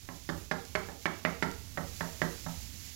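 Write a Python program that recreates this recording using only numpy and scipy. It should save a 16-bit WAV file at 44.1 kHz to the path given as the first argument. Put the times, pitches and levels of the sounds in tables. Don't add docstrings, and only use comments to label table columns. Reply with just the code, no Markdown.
import sys
import numpy as np
from scipy import signal
from scipy.fft import rfft, irfft
from scipy.io import wavfile

SR = 44100
rng = np.random.default_rng(int(sys.argv[2]) if len(sys.argv) > 2 else 0)


def attenuation_scalar(level_db):
    decades = np.asarray(level_db, float) / 20
    return 10 ** decades


def unload_audio(sound):
    columns = np.transpose(np.atleast_2d(sound))
    steps = np.round(np.clip(columns, -1, 1) * 32767)
    wavfile.write(sys.argv[1], SR, steps.astype(np.int16))


N = 130095

# start_s, peak_db, spoon_pitch_hz, pan_boom_db, first_click_db (re chatter)
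PATS = [(0.0886, -40, 1900, -49, 4), (0.2904, -27.5, 1800, -37.5, -4), (0.5129, -21.5, 1610, -41, -2.5),
        (0.7526, -22, 2250, -46.5, 2.5), (0.887, -40, 1800, -54, 0), (1.0563, -18.5, 1880, -41, -0.5),
        (1.2505, -18.5, 1970, -38.5, 2), (1.4251, -19, 1910, -37, -2.5), (1.774, -25, 1800, -36.5, -6),
        (2.008, -24, 1750, -40, -6.5), (2.2173, -20, 1960, -33, -3.5), (2.463, -34.5, 1600, -39, -15)]
# time_s, level_db
SIZZLE_LEVEL = [(0.0, -55), (1.74, -55), (1.93, -50.5), (2.13, -49.5), (2.75, -50), (2.95, -49)]


def rms_one(x):
    return x / np.sqrt(np.mean(x ** 2) + 1e-20)


def in_time(rows):
    return np.interp(np.arange(N) / SR, *np.transpose(rows))


def at_hz(points, hz):
    points_hz, points_db = np.transpose(points)
    return np.interp(np.log(hz + 1), np.log(points_hz), points_db)


def colour(x, points):
    gain = attenuation_scalar(at_hz(points, np.fft.rfftfreq(len(x), 1 / SR)))
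    return irfft(rfft(x) * gain, len(x))


def drift(rate_hz):
    r = np.exp(-80 * np.pi * rate_hz / SR)
    white = rng.standard_normal(N // 40 + 2002)
    slow = signal.lfilter([1], [1, -2 * r, r * r], white)[2000:]
    return np.interp(np.arange(N) / 40, np.arange(len(slow)), rms_one(slow))


def peak(x, hz, width_hz):
    r = np.exp(-np.pi * width_hz / SR)
    poles = [1, -2 * r * np.cos(2 * np.pi * hz / SR), r * r]
    return signal.lfilter([(1 - r * r) / 2, 0, (r * r - 1) / 2], poles, x)


def ring(clicks, hz, t60_s):
    r, w = attenuation_scalar(-60 / (t60_s * SR)), 2 * np.pi * hz / SR
    return signal.lfilter([0, np.sin(w)], [1, -2 * r * np.cos(w), r * r], clicks + 1e-18)


def rumble():
    # hz, density_db_per_hz
    air_colour = [(20, -6), (42, -38), (62, 5), (95, 1), (130, -8), (260, -13.5), (480, -27.5), (1500, -31)]
    # time_s, level_db
    gust_level = [(0.0, -67), (0.03, -55), (0.25, -59), (0.38, -49.5), (0.5, -61), (0.81, -53), (1.03, -60),
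                  (1.84, -51.5), (2.88, -54), (2.95, -59)]
    level_db, hum_hz, hum_db = 10, 28.4, -61.5
    air = rms_one(colour(rng.standard_normal(N), list(air_colour) + [(4000, -33)]))
    hum = attenuation_scalar(hum_db + 2.0 * drift(2)) * np.sin(2 * np.pi * hum_hz * np.arange(N) / SR)
    return attenuation_scalar(in_time(gust_level) + level_db) * air + hum


def sizzle():
    # hz, density_db_per_hz
    hiss_colour = [(1200, -17), (2100, -5), (3200, -4.5), (6400, -0.5), (7400, -2.5), (8400, -15),
                   (11000, -6.5), (16000, -10.5)]
    level_db, flicker_db, flicker_hz = 5, 0.8, 9.5
    spits_per_s, spit_spread_db, spit_share = 3200, 3.5, 0.1
    sizes = attenuation_scalar(spit_spread_db * rng.exponential(1, N))
    spits = (rng.random(N) < spits_per_s / SR) * sizes * rng.choice([-1, 1], N)
    mix = np.sqrt(spit_share) * rms_one(spits) + np.sqrt(1 - spit_share) * rng.standard_normal(N)
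    level = attenuation_scalar(in_time(SIZZLE_LEVEL) + level_db + flicker_db * drift(flicker_hz))
    return level * rms_one(colour(mix, [(600, -19)] + list(hiss_colour)))


def covered_port():
    # hz, density_db_per_hz
    hiss_colour = [(30, -8), (300, 12), (2000, -64), (7500, -114), (8800, 13), (10800, 26), (12800, -7),
                   (15000, -15)]
    # centre_s, level_db, half_length_s
    rubs = [
        (0.357, -57, 0.056),
        (1.97, -54, 0.029),
    ]
    hiss_db, rub_cut_hz = -80.5, 53
    t = np.arange(N) / SR
    low = signal.butter(2, rub_cut_hz, fs=SR, output="sos")
    rub = rms_one(signal.sosfilt(low, rng.standard_normal(N)))
    rub_level = sum(attenuation_scalar(db) * np.exp(-((t - s) / half_s) ** 2) for s, db, half_s in rubs)
    hiss_level = attenuation_scalar(hiss_db + in_time(SIZZLE_LEVEL) - SIZZLE_LEVEL[0][1])
    return hiss_level * rms_one(colour(rng.standard_normal(N), hiss_colour)) + rub * rub_level


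def knocks():
    # second_wood_hz, second_wood_db, flat_on_food_db, on_edge_db
    landing = [(1150, 2.5, 8.5, -3), (1510, 1, 9, 9), (1120, -6, -1, 4.5), (1600, -1.5, -0.5, 4.5),
               (1120, 2, 10.5, -5), (2360, -4.5, -2, 2.5), (2230, -1.5, -4, -0.5), (1340, -2, 1, 4.5),
               (374, 0.5, -2.5, -1), (362, 0.5, 0.5, 2), (1570, -0.5, -2, 3), (826, 4, 0.5, -10)]
    click_s, click_db, click_width_hz, spoon_db = 0.0002, -2.5, 4200, 13
    burst_s, burst_per_s, burst_db, burst_fall_db = 0.01365, 6000, -12, 7.5
    burst_width_hz, wood_rms = 260, 0.31
    bowl_hz, bowl_width_hz, bowl_db = 790, 820, -11
    thud_hz, thud_width_hz, thud_db = 288, 275, 3
    crack_hz, crack_width_hz, crack_db = 3100, 2200, -14
    size = 2048
    t = np.arange(size) / SR
    draws = rng.random((len(PATS), size))
    sizes = rng.standard_normal((len(PATS), size))
    blunt = np.exp(-((t[:64] - 2 * click_s) / click_s) ** 2 * 2)
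    gate = np.clip((burst_s - t) / 0.0011, 0, 1) * attenuation_scalar(burst_db - burst_fall_db * t / burst_s)
    out = np.zeros((2, N + size))
    for pat, land, draw, big in zip(PATS, landing, draws, sizes):
        s, db, spoon_hz, _, first_db = pat
        second_hz, second_db, flat_db, edge_db = land
        start = int(s * SR)
        click_hits = -attenuation_scalar(click_db + first_db) * (t == 0)
        burst_hits = big * (draw < burst_per_s / SR) * gate
        for k, hits in enumerate([click_hits, burst_hits]):
            push = signal.lfilter(blunt, [1], hits)
            if k == 0:
                wood = attenuation_scalar(spoon_db) * peak(push, spoon_hz, click_width_hz)
            else:
                main = rms_one(peak(push, spoon_hz, burst_width_hz))
                second = rms_one(peak(push, second_hz, burst_width_hz))
                wood = wood_rms * (main - attenuation_scalar(second_db) * second) / 3
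            bowl = attenuation_scalar(bowl_db) * peak(push, bowl_hz, bowl_width_hz)
            thud = attenuation_scalar(thud_db) * peak(push, thud_hz, thud_width_hz)
            crack = peak(peak(hits, crack_hz, crack_width_hz), crack_hz, 4800)
            crack = attenuation_scalar(crack_db + edge_db) * 9 * crack
            out[k, start:start + size] += attenuation_scalar(db + 6) * (wood + attenuation_scalar(flat_db) * (bowl + thud) + crack)
    return out[:, :N]


def pan():
    # hz, level_db, t60_s
    pan_modes = [(234.4, -27, 0.29), (328, -34, 0.11), (426, -53, 0.36), (620, -8, 0.16), (658, -34.5, 0.3),
                 (1060, -46, .08), (1108, -19, .1), (1130, -55, .08), (1250, -31, .05), (1590, -53, 0.03),
                 (1860, -17, 0.056), (2164, -9.5, 0.045)]
    # hz, level_db, hold_s
    boom_modes = [(167, 2.5, 0.073), (192.5, -7, 0.07), (252.3, -8, 0.075)]
    mode_spread_db, boom_rise_s, boom_db = 3.0, 0.0031, 5
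    s, pat_db, _, pat_boom_db, _ = np.transpose(PATS)
    at, out = (s * SR).astype(int), np.zeros(N + SR)
    spread = rng.standard_normal((len(s), len(pan_modes) + len(boom_modes)))
    for k, (hz, level_db, t60_s) in enumerate(pan_modes):
        clicks = np.zeros(N + SR)
        clicks[at] = attenuation_scalar(pat_db + level_db + mode_spread_db * spread[:, k]) * (-1) ** k
        out += ring(clicks, hz, t60_s)
    t = np.arange(SR // 3) / SR
    for i, db, row in zip(at, pat_boom_db + boom_db, spread[:, len(pan_modes):]):
        for (hz, level_db, hold_s), r in zip(boom_modes, row):
            shape = (1 - np.exp(-t / boom_rise_s)) * np.exp(-(t / hold_s) ** 2)
            wave = np.sin(2 * np.pi * hz * (1 + 0.01 * r) * t)
            out[i:i + len(t)] += attenuation_scalar(db + level_db + r) * shape * wave
    return out[:N]


def kitchen(x):
    # hz, t60_s
    room_t60 = [(150, 0.35), (500, 0.53), (1500, 0.26), (3000, 0.74), (7000, 0.45)]
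    # hz, level_db
    room_colour = [(130, -4), (260, 3.5), (500, 2), (1000, 2.5), (2200, -10.5), (4000, -5), (8000, -3)]
    room_db, rise_s = -2, 0.0024
    t, tail = np.arange(SR // 2) / SR, 0
    white = rng.standard_normal((2, 2, len(t)))
    for k, low_hz in enumerate(90 * 2. ** np.arange(7)):
        octave = signal.butter(2, [low_hz, 2 * low_hz], "band", fs=SR, output="sos")
        band = signal.sosfilt(octave, white[k % 2])
        mid_hz = 1.4 * low_hz
        tail = tail + band * attenuation_scalar(at_hz(room_colour, mid_hz) - 60 * t / at_hz(room_t60, mid_hz))
    tail = tail * (1 - np.exp(-t / rise_s)) / 30
    return attenuation_scalar(room_db) * signal.fftconvolve(x[None], tail, axes=1)[:, :N]


def nudges():
    # start_s, level_db
    pushes = [
        (1.699, -66),
        (2.639, -71.5),
        (2.74, -48),
    ]
    puff_hz, puff_width_hz, t60_s = 220, 170, 0.076
    t = np.arange(N) / SR
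    shape = sum(attenuation_scalar(db - 1 - 60 * np.abs(t - s - 0.01) / t60_s) for s, db in pushes)
    puff = peak(peak(rng.standard_normal(N), puff_hz, puff_width_hz), puff_hz, puff_width_hz)
    return shape * rms_one(puff)


def scene():
    # hz, gain_db (re right)
    cover = [(40, -31), (200, -26.5), (400, -37.5), (1400, -31), (2600, -29.5), (3800, -57), (7000, -121),
             (16000, -23)]
    cover_room_db, cover_click_db, cover_lag_s = 4.5, 6, 0.0001
    click, burst = knocks()
    others = burst + pan() + rumble() + sizzle() + nudges()
    left_tail, right_tail = kitchen(click + burst)
    under_cover = attenuation_scalar(cover_click_db) * click + others
    late = np.interp(np.arange(N) - cover_lag_s * SR, np.arange(N), under_cover)
    left = colour(late + attenuation_scalar(cover_room_db) * left_tail, cover) + covered_port()
    return np.array([left, click + others + right_tail])


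def band_limit(x):
    return signal.sosfilt(signal.butter(12, 16600, fs=SR, output="sos"), x)


def record(dry):
    low_pass = signal.ellip(12, 0.3, 70, 15820, fs=SR, output="sos")
    mix = signal.sosfilt(low_pass, dry)
    return band_limit(mix)


dry = scene()
out = record(dry)
unload_audio(out)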